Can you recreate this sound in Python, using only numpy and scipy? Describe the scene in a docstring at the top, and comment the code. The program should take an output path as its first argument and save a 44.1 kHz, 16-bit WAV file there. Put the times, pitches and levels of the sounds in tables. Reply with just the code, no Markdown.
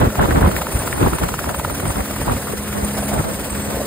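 """Light helicopter landing, heard by a phone.

A light helicopter settles onto wet tarmac, facing a phone with two microphone ports. Main blades slap (gliding
pulses) and swish (noise swelled once a pass); the tail rotor hums (harmonics); the turbine roars and whines
(shaped noise, resonances), with a growl and one hiss. Downwash buffets the ports in gusts and sharp flaps."""
import sys
import numpy as np
from scipy import signal
from scipy.fft import rfft, irfft
from scipy.io import wavfile
from scipy.ndimage import uniform_filter1d, minimum_filter1d

SR = 44100
rng = np.random.default_rng(int(sys.argv[2]) if len(sys.argv) > 2 else 0)


def wav_record(signal):
    """Record a signal, one row per channel, as 16-bit PCM in the file named by sys.argv[1]."""
    frames = np.transpose(np.atleast_2d(signal))
    bounded = np.clip(frames, -1, 1)
    # unit amplitude maps onto the largest positive 16-bit level
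    quanta = np.round(bounded * 32767).astype(np.int16)
    wavfile.write(sys.argv[1], SR, quanta)


def ratio(d):
    """dB to gain"""
    e = np.asarray(d, float) / 20
    return 10 ** e


N = 170226
T = np.arange(N) / SR

# Downwash gusts on the ports: start_s, length_s, rush_db, thump_db
GUSTS = [(0, 0.049, -9.5, -9), (0.031, 0.063, -21, -12.5), (0.178, 0.086, -13, -12.5),
         (0.274, 0.068, -17.5, -15), (0.339, 0.066, -15, -12), (0.4, 0.1, -15.5, -9.5),
         (0.485, 0.11, -27.5, -24.5), (0.738, 0.044, -28, -18), (0.827, 0.084, -35, -37),
         (0.92, 0.13, -25.5, -26), (0.996, 0.094, -16.5, -13.5), (1.115, 0.048, -19, -19),
         (1.202, 0.063, -20, -18.5), (1.243, 0.11, -32, -31), (1.453, 0.048, -22.5, -21),
         (1.501, 0.032, -24, -29), (1.672, 0.078, -30, -24.5), (1.819, 0.1, -26.5, -21),
         (1.947, 0.08, -24, -25), (2.095, 0.05, -34, -28), (2.167, 0.084, -46, -22.5),
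         (2.259, 0.081, -19.5, -19), (2.35, 0.031, -37, -16), (2.466, 0.097, -31.5, -39),
         (2.739, 0.091, -26, -48), (2.817, 0.037, -23, -20), (2.993, 0.11, -39, -38),
         (3.12, 0.065, -22, -33), (3.171, 0.05, -21.5, -14.5), (3.235, 0.089, -25.5, -50),
         (3.5, 0.13, -37, -29.5), (3.67, 0.078, -29, -36), (3.764, 0.041, -40, -40)]
# Rush spectrum, differs between ports: freq_hz, density_db
RUSH_SPECTRUM = [(60, 0), (150, 1), (400, 0), (800, -2), (1400, -7.5), (2200, -23), (4000, -25),
                 (6500, -88)]
# Thump spectrum, shared by both ports: freq_hz, density_db
THUMP_SPECTRUM = [(20, -45), (33, -19), (50, 5), (70, 0.5), (130, -4), (300, -11), (800, -30.5),
                  (2000, -31), (4000, -59), (6500, -106)]
GUST_EDGE_S, BREEZE_RUSH_DB, BREEZE_THUMP_DB = 0.037, -47, -46.5
RUSH_LUMPY_DB, THUMP_LUMPY_DB, RUSH_LIKENESS = 2.5, 1, -0.6

# Sharp flaps of wind: time_s, level_before_trim_db, centre_hz
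FLAPS = [(0.192, -4, 820), (0.196, -7, 1470), (0.218, -20, 1400), (0.227, -7, 1650), (.282, -12, 325),
         (.315, -9.5, 1690), (0.384, -13, 795), (0.419, -8, 804), (.428, -6, 1510), (0.442, -4.5, 1010),
         (1.022, -11.5, 346), (1.062, -5.5, 970), (1.07, -10, 446), (1.675, -14.5, 496), (2.279, -9, 920),
         (2.297, -7.5, 1210), (2.533, -13.5, 430), (2.768, -25, 505), (3.803, -12, 640)]
FLAP_CYCLES, FLAP_TRIM_DB = 1.286, -3.5

# Hiss above the whine; the spread is centre to 1/e
HISS_CENTRE_S, HISS_SPREAD_S, HISS_HZ, HISS_WIDTH_HZ, HISS_DB = 3.03, 0.1, 10050, 630, -36

# Growl: time_s, centre_hz, level_before_roughness_db
GROWL = [(0, 560, -33.5), (.9, 548, -34.5), (1.06, 930, -71), (1.2, 620, -39), (2.2, 547, -37),
         (2.5, 445, -37), (2.8, 560, -42.5), (3.0, 600, -31.5), (3.14, 665, -30.5), (3.3, 596, -34.5),
         (3.55, 465, -42.5), (3.72, 480, -30), (3.86, 430, -29)]
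GROWL_WIDTH_HZ, GROWL_ROUGH_DB = 270, 5

# Turbine whine, smeared part: time_s, centre_hz, level_before_trim_db
WHINE_SMEAR = [(0.0, 8340, -44), (0.01, 9000, -66), (0.43, 8740, -36.5), (0.64, 9070, -43),
               (0.79, 8790, -22.5), (0.81, 9000, -34), (1.13, 9000, -36), (1.15, 9000, -26),
               (1.19, 8940, -41), (1.55, 9000, -48), (1.57, 8900, -28), (1.59, 8900, -35.5),
               (1.85, 8980, -35), (1.9, 8700, -19.5), (1.92, 8994, -36), (2.19, 8800, -46),
               (2.22, 8900, -33), (2.27, 8900, -39.5), (2.84, 8880, -35.5), (2.85, 8850, -22),
               (2.87, 8800, -37), (2.95, 8700, -33.5), (3.48, 8380, -36.5), (3.5, 8500, -27),
               (3.53, 8320, -32), (3.86, 8370, -41)]
# Turbine whine, thin tone: time_s, centre_hz, level_db
WHINE_CORE = [(0, 8820, -56), (.6, 8820, -48), (.75, 8820, -43), (1.3, 8815, -51), (1.75, 8815, -44),
              (2.05, 8790, -49), (2.45, 8750, -45), (2.7, 8730, -52), (2.95, 8660, -44), (3.25, 8560, -45),
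              (3.5, 8450, -44), (3.65, 8380, -41), (3.86, 8300, -49)]
SMEAR_WIDTH_HZ, CORE_WIDTH_HZ, SMEAR_FLUTTER_DB, SMEAR_TRIM_DB = 300, 16, 4, -4.5

# Tail rotor: time_s, blade_pass_hz, level_db, lift_above_third_order_db
TAIL = [(0, 69, -30, 0), (1.0, 68.75, -49, -5), (1.6, 68.7, -38, 1), (2.1, 68.63, -35, 0),
        (2.4, 68.62, -36, 1), (2.55, 69.2, -32.5, -16), (2.8, 68.54, -24.5, -12), (3.0, 68.94, -26.5, -3),
        (3.15, 68.9, -29.5, -1), (3.3, 68.74, -36.5, 0), (3.45, 68.66, -35.5, 1), (3.6, 68.9, -28.5, -5.5),
        (3.75, 69.4, -34.5, 9.5), (3.86, 69.9, -30.5, 1)]
# Tail rotor harmonics: order, relative_level_db
TAIL_ORDERS = [(1, -9), (2, -10), (3, 0), (4, -6), (5, -16), (6, -12), (7, -15), (8, -11), (9, -12),
               (10, -15), (13, -17), (15, -18), (22, -20), (25, -23)]
TAIL_WAVER_DB = 1.3

# Main rotor: time_s, blade_pass_hz
ROTOR = [(0, 19.42), (2.0, 19.42), (3.86, 19.5)]
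FIRST_PASS_S = .0005
# Spectrum of engine and blade turbulence: freq_hz, density_db
ROAR_SPECTRUM = [(30, -15), (60, 6.5), (120, 1), (250, -1), (600, -7), (1200, -9.5), (2500, -14),
                 (3600, -18.5), (5500, -20.5), (6500, -17.5), (7600, -18.5), (10000, -16.5), (10900, -16.5),
                 (11400, -19.5), (13500, -18.5), (15200, -16.5), (15600, -20), (15900, -62)]
# Roar level: time_s, level_before_swell_db
ROAR_LEVEL = [(0, -27.5), (.5, -26.5), (.8, -26), (1.1, -25), (1.5, -27), (2.0, -26.5), (2.5, -27),
              (3.0, -26), (3.4, -27), (3.86, -26.5)]
# Swell of the roar at each blade pass: freq_hz, depth_db
SWISH_DEPTH = [(300, .5), (800, 2.5), (1500, 4), (3000, 5), (5000, 4), (8000, 4), (11000, 5.5), (13500, 7)]
SWISH_RISE_PASSES, SWISH_FALL_PASSES = .1, .33
PATCHY_DB, FLICKER_DB = 2, 1.4

# Main blade slaps: time_s, level_db, centre_hz
SLAPS = [(0.052, -19, 1220), (0.1035, -17.5, 1280), (0.155, -16, 1190), (0.206, -10, 1360),
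         (0.2574, -14.5, 1160), (0.3089, -11.5, 1490), (0.3602, -14, 1450), (0.4109, -14, 1160),
         (0.4616, -8.5, 1090), (0.5141, -16.5, 1210), (0.5655, -6, 2050), (0.618, -13.5, 1090),
         (0.6688, -14, 1200), (0.7204, -19.5, 860), (0.771, -19, 1140), (0.821, -20.5, 890),
         (0.876, -14, 1350), (0.9282, -12, 1780), (0.9798, -26, 1480), (1.03, -12, 1340),
         (1.0808, -30, 950), (1.1335, -14.5, 1170), (1.1855, -16.5, 1120), (1.2362, -14, 1260),
         (1.2891, -16, 1180), (1.3405, -13, 1170), (1.3916, -10, 1370), (1.4426, -16.5, 1130),
         (1.493, -14.5, 1230), (1.5458, -11.5, 1070), (1.5971, -15.5, 1000), (1.648, -10.5, 1160),
         (1.6987, -21, 1133), (1.75, -25, 1080), (1.8011, -19.5, 1170), (1.8554, -16.5, 1100),
         (1.906, -16.5, 1050), (1.959, -17, 1210), (2.006, -19, 1790), (2.058, -25, 1020),
         (2.1104, -33, 960), (2.163, -22.5, 1020), (2.216, -16.5, 970), (2.3168, -22, 1070),
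         (2.4706, -20, 1040), (2.575, -25, 1290), (2.7286, -25, 1610)]
SLAP_CYCLES, SLAP_GLIDE_PER_CYCLE = 1.3, .24
ECHO_DELAY_S, ECHO_DB, CRACK_DB, CRACK_HZ = .0022, -8, -8, 2500
LEAD_SAMPLES = 55  # slap and flap pulses begin this long before time_s

# Port pair, sound from the front: freq_hz, likeness_0_to_1, right_lead_turns
PORTS = [(100, .9, .02), (600, .8, .07), (1450, .98, .01), (1800, .99, 0), (2300, .55, -.3),
         (3000, .6, -.43), (4000, .25, -.24), (5150, .3, -.13), (5450, 1, -.5), (6050, 1, -.5),
         (6500, .6, -.65), (7200, .45, -.82), (7700, 1, -1), (8600, 1, -1), (9200, .7, -1.15),
         (10300, .25, -1.24), (11400, .4, -1.25), (11800, .93, -1.5), (12200, .93, -1.5),
         (13100, .42, -1.78), (13750, 1, -2), (14950, 1, -2), (15300, .6, -2.12), (15600, .8, -2.05),
         (15700, 1, -2)]
MIC_LOW_HZ, CEILING_DB, LIMIT_HOLD_SAMPLES = 39.6, -1.5, 400


def evened(x):
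    """Scales to rms 1."""
    return x / np.sqrt(np.mean(x ** 2) + 1e-20)


def curve(table, column=1, t=T):
    """One table column, joined by straight lines."""
    return np.interp(t, [row[0] for row in table], [row[column] for row in table])


def read(points, hz):
    """Spectrum in dB, interpolated on a log-frequency axis."""
    point_hz, value = np.transpose(points)
    return np.interp(np.log(hz + 1), np.log(point_hz + 1), value)


def wander(corner_hz, channels=1):
    """Random drift of rms 1: low-passed noise."""
    lowpass = signal.butter(2, corner_hz, fs=SR, output="sos")
    return evened(signal.sosfilt(lowpass, rng.standard_normal((channels, N))))


def coloured(points, channels=2):
    """Noise with the given spectrum, rms 1."""
    gain = ratio(read(points, np.fft.rfftfreq(N, 1 / SR)))
    return evened(irfft(rfft(rng.standard_normal((channels, N))) * gain, N))


def resonate(x, hz, width_hz):
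    """Unit-gain resonance following hz: shift to 0 Hz, smooth, shift back."""
    turn = np.exp(2j * np.pi * np.cumsum(hz * np.ones(x.shape[-1])) / SR)
    r = np.exp(-np.pi * width_hz / SR)
    return 2 * (turn * signal.lfilter([1 - r], [1, -r], x / turn)).real


def wind():
    """Downwash turbulence at the ports: gusts rise, hold and fall over a light breeze, lumpy throughout."""
    start, length, rush_db, thump_db = np.transpose(GUSTS)[:, :, None]
    t = T[::64]
    since_start = t - start + GUST_EDGE_S / 2
    until_end = start + length + GUST_EDGE_S / 2 - t
    shape = np.clip(np.minimum(since_start, until_end) / GUST_EDGE_S, 0, 1) ** 2

    def envelope(gust_db, breeze_db):
        """Adds gusts and breeze as powers."""
        power = ratio(2 * breeze_db) + (ratio(2 * gust_db) * shape ** 2).sum(0)
        return np.interp(T, t, np.sqrt(power))

    left, other = coloured(RUSH_SPECTRUM) * ratio(RUSH_LUMPY_DB * wander(56, channels=2))
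    right = RUSH_LIKENESS * left + np.sqrt(1 - RUSH_LIKENESS ** 2) * other
    rush = envelope(rush_db, BREEZE_RUSH_DB) * np.array([left, right])
    thump = evened(coloured(THUMP_SPECTRUM, channels=1) * ratio(THUMP_LUMPY_DB * wander(24.0)))
    return rush + envelope(thump_db, BREEZE_THUMP_DB) * thump


def flaps():
    """Short flutters of air, alike on both ports: a few cycles under a bell envelope."""
    out, t = np.zeros(N + 1024), np.arange(1024) / SR
    for (time_s, db, hz), phase in zip(FLAPS, rng.standard_normal(len(FLAPS))):
        cycles = t * hz - 2 * FLAP_CYCLES
        pulse = np.exp(-(cycles / FLAP_CYCLES) ** 2) * np.cos(2 * np.pi * cycles + phase)
        out[round(time_s * SR) - LEAD_SAMPLES:][:1024] += ratio(db + FLAP_TRIM_DB) * pulse
    return out[:N]


def hiss():
    """Noise through two fixed resonances, swelling once."""
    band = resonate(rng.standard_normal((2, N)), HISS_HZ, HISS_WIDTH_HZ)
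    band = resonate(band, HISS_HZ, HISS_WIDTH_HZ)
    return evened(band) * ratio(HISS_DB) * np.exp(-((T - HISS_CENTRE_S) / HISS_SPREAD_S) ** 2)


def growl():
    """Rough noise in one broad moving resonance, applied twice."""
    hz = curve(GROWL)
    band = resonate(rng.standard_normal((2, N)), hz, GROWL_WIDTH_HZ)
    band = resonate(band, hz, GROWL_WIDTH_HZ)
    return evened(band) * ratio(curve(GROWL, column=2) + GROWL_ROUGH_DB * wander(24.7))


def whine():
    """Compressor tone: a thin core, and a smear chopped by the air the rotor stirs."""
    noise, hz = rng.standard_normal((2, 2, N)), curve(WHINE_SMEAR)
    smear = resonate(noise[0], hz, SMEAR_WIDTH_HZ)
    smear = evened(resonate(smear, hz, 2 * SMEAR_WIDTH_HZ))
    smear_db = curve(WHINE_SMEAR, column=2) + SMEAR_TRIM_DB + SMEAR_FLUTTER_DB * wander(57)
    core = evened(resonate(noise[1], curve(WHINE_CORE), CORE_WIDTH_HZ))
    return ratio(curve(WHINE_CORE, column=2)) * core + ratio(smear_db) * smear


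def tail_rotor():
    """Blade-pass harmonics, each wavering by itself; those above the third are lifted together."""
    angle = 2 * np.pi * np.cumsum(curve(TAIL)) / SR
    wavers = ratio(TAIL_WAVER_DB * wander(5.7, channels=len(TAIL_ORDERS)))
    lift = ratio(curve(TAIL, column=3))
    hum = 0
    for (order, db), waver in zip(TAIL_ORDERS, wavers):
        gain = ratio(db) * waver * (lift if order > 3 else 1)
        hum = hum + gain * np.cos(order * angle + 2 * np.pi * rng.random())
    return ratio(curve(TAIL, column=2)) * np.sqrt(2) * hum


def roar():
    """Engine and blade turbulence: wide noise in drifting patches, treble swelling as each blade comes round."""
    hz, t, spectrum = signal.stft(coloured(ROAR_SPECTRUM), SR, nperseg=256, noverlap=192)
    passes = np.interp(t, T, np.cumsum(curve(ROTOR)) / SR)
    phase = (passes - FIRST_PASS_S * ROTOR[0][1]) % 1
    swell = np.exp(-phase / SWISH_FALL_PASSES) + np.exp(-(1 - phase) / SWISH_RISE_PASSES)
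    swish_db = read(SWISH_DEPTH, hz)[:, None] * (swell - swell.mean())
    patches = uniform_filter1d(rng.standard_normal((len(t), len(hz))), size=14, axis=0)
    patches = evened(uniform_filter1d(patches, size=2, axis=1)).T
    flicker = np.interp(t, T, wander(28)[0])
    spectrum = spectrum * ratio(swish_db + PATCHY_DB * patches + FLICKER_DB * flicker)
    noise = signal.istft(spectrum, SR, nperseg=256, noverlap=192)[1][:, :N]
    return ratio(curve(ROAR_LEVEL)) * noise


def slaps():
    """A blade cuts the vortex of the one before: a few cycles falling in pitch, a thin crack, a ground echo."""
    out, t = np.zeros((2, N + 512)), np.arange(512) / SR
    chance = rng.standard_normal((len(SLAPS), 3, 2, 1))
    for (time_s, db, slap_hz), (phase, crack_luck, echo_luck) in zip(SLAPS, chance):
        slap = 0
        for delay_s, path_gain in ((0, 1), (ECHO_DELAY_S, ratio(ECHO_DB + 2 * echo_luck))):
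            for hz, gain in ((slap_hz, 1), (CRACK_HZ, ratio(CRACK_DB + 2 * crack_luck))):
                cycles = (t - delay_s) * hz - 2 * SLAP_CYCLES
                glided = cycles - SLAP_GLIDE_PER_CYCLE * cycles ** 2 / 2
                pulse = np.exp(-(cycles / SLAP_CYCLES) ** 2) * np.cos(2 * np.pi * glided + phase)
                slap = slap + path_gain * gain * pulse
        out[:, round(time_s * SR) - LEAD_SAMPLES:][:, :512] += ratio(db) * slap
    return out[:, :N]


def ports(direct, scattered):
    """The right port hears a phase-turned copy of the left, mixed with scattered sound."""
    hz = np.fft.rfftfreq(N, 1 / SR)
    likeness = np.clip(curve(PORTS, t=hz), 0, 1)
    turn = np.exp(2j * np.pi * curve(PORTS, column=2, t=hz))
    right = likeness * turn * rfft(direct) + np.sqrt(1 - likeness ** 2) * rfft(scattered)
    return np.array([direct, irfft(right, N)])


def scene():
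    """Most of the helicopter through the port pair; tail rotor and wind straight onto the ports."""
    direct, scattered = roar() + growl() + slaps() + whine() + hiss()
    return ports(direct, scattered) + tail_rotor() + wind() + flaps()


def roll_off(x):
    """The treble ends steeply here."""
    return signal.sosfilt(signal.butter(12, 16610, fs=SR, output="sos"), x)


def record(dry):
    """The microphone drops the deepest bass; a limiter eases the highest peaks."""
    highpass = signal.butter(3, MIC_LOW_HZ, "high", fs=SR, output="sos")
    heard = signal.sosfilt(highpass, dry)
    room = np.minimum(ratio(CEILING_DB) / (abs(heard).max(0) + 1e-9), 1)
    held = minimum_filter1d(room, size=LIMIT_HOLD_SAMPLES)
    gain = uniform_filter1d(held, size=LIMIT_HOLD_SAMPLES)
    return roll_off(heard * gain)


dry = scene()
out = record(dry)
wav_record(out)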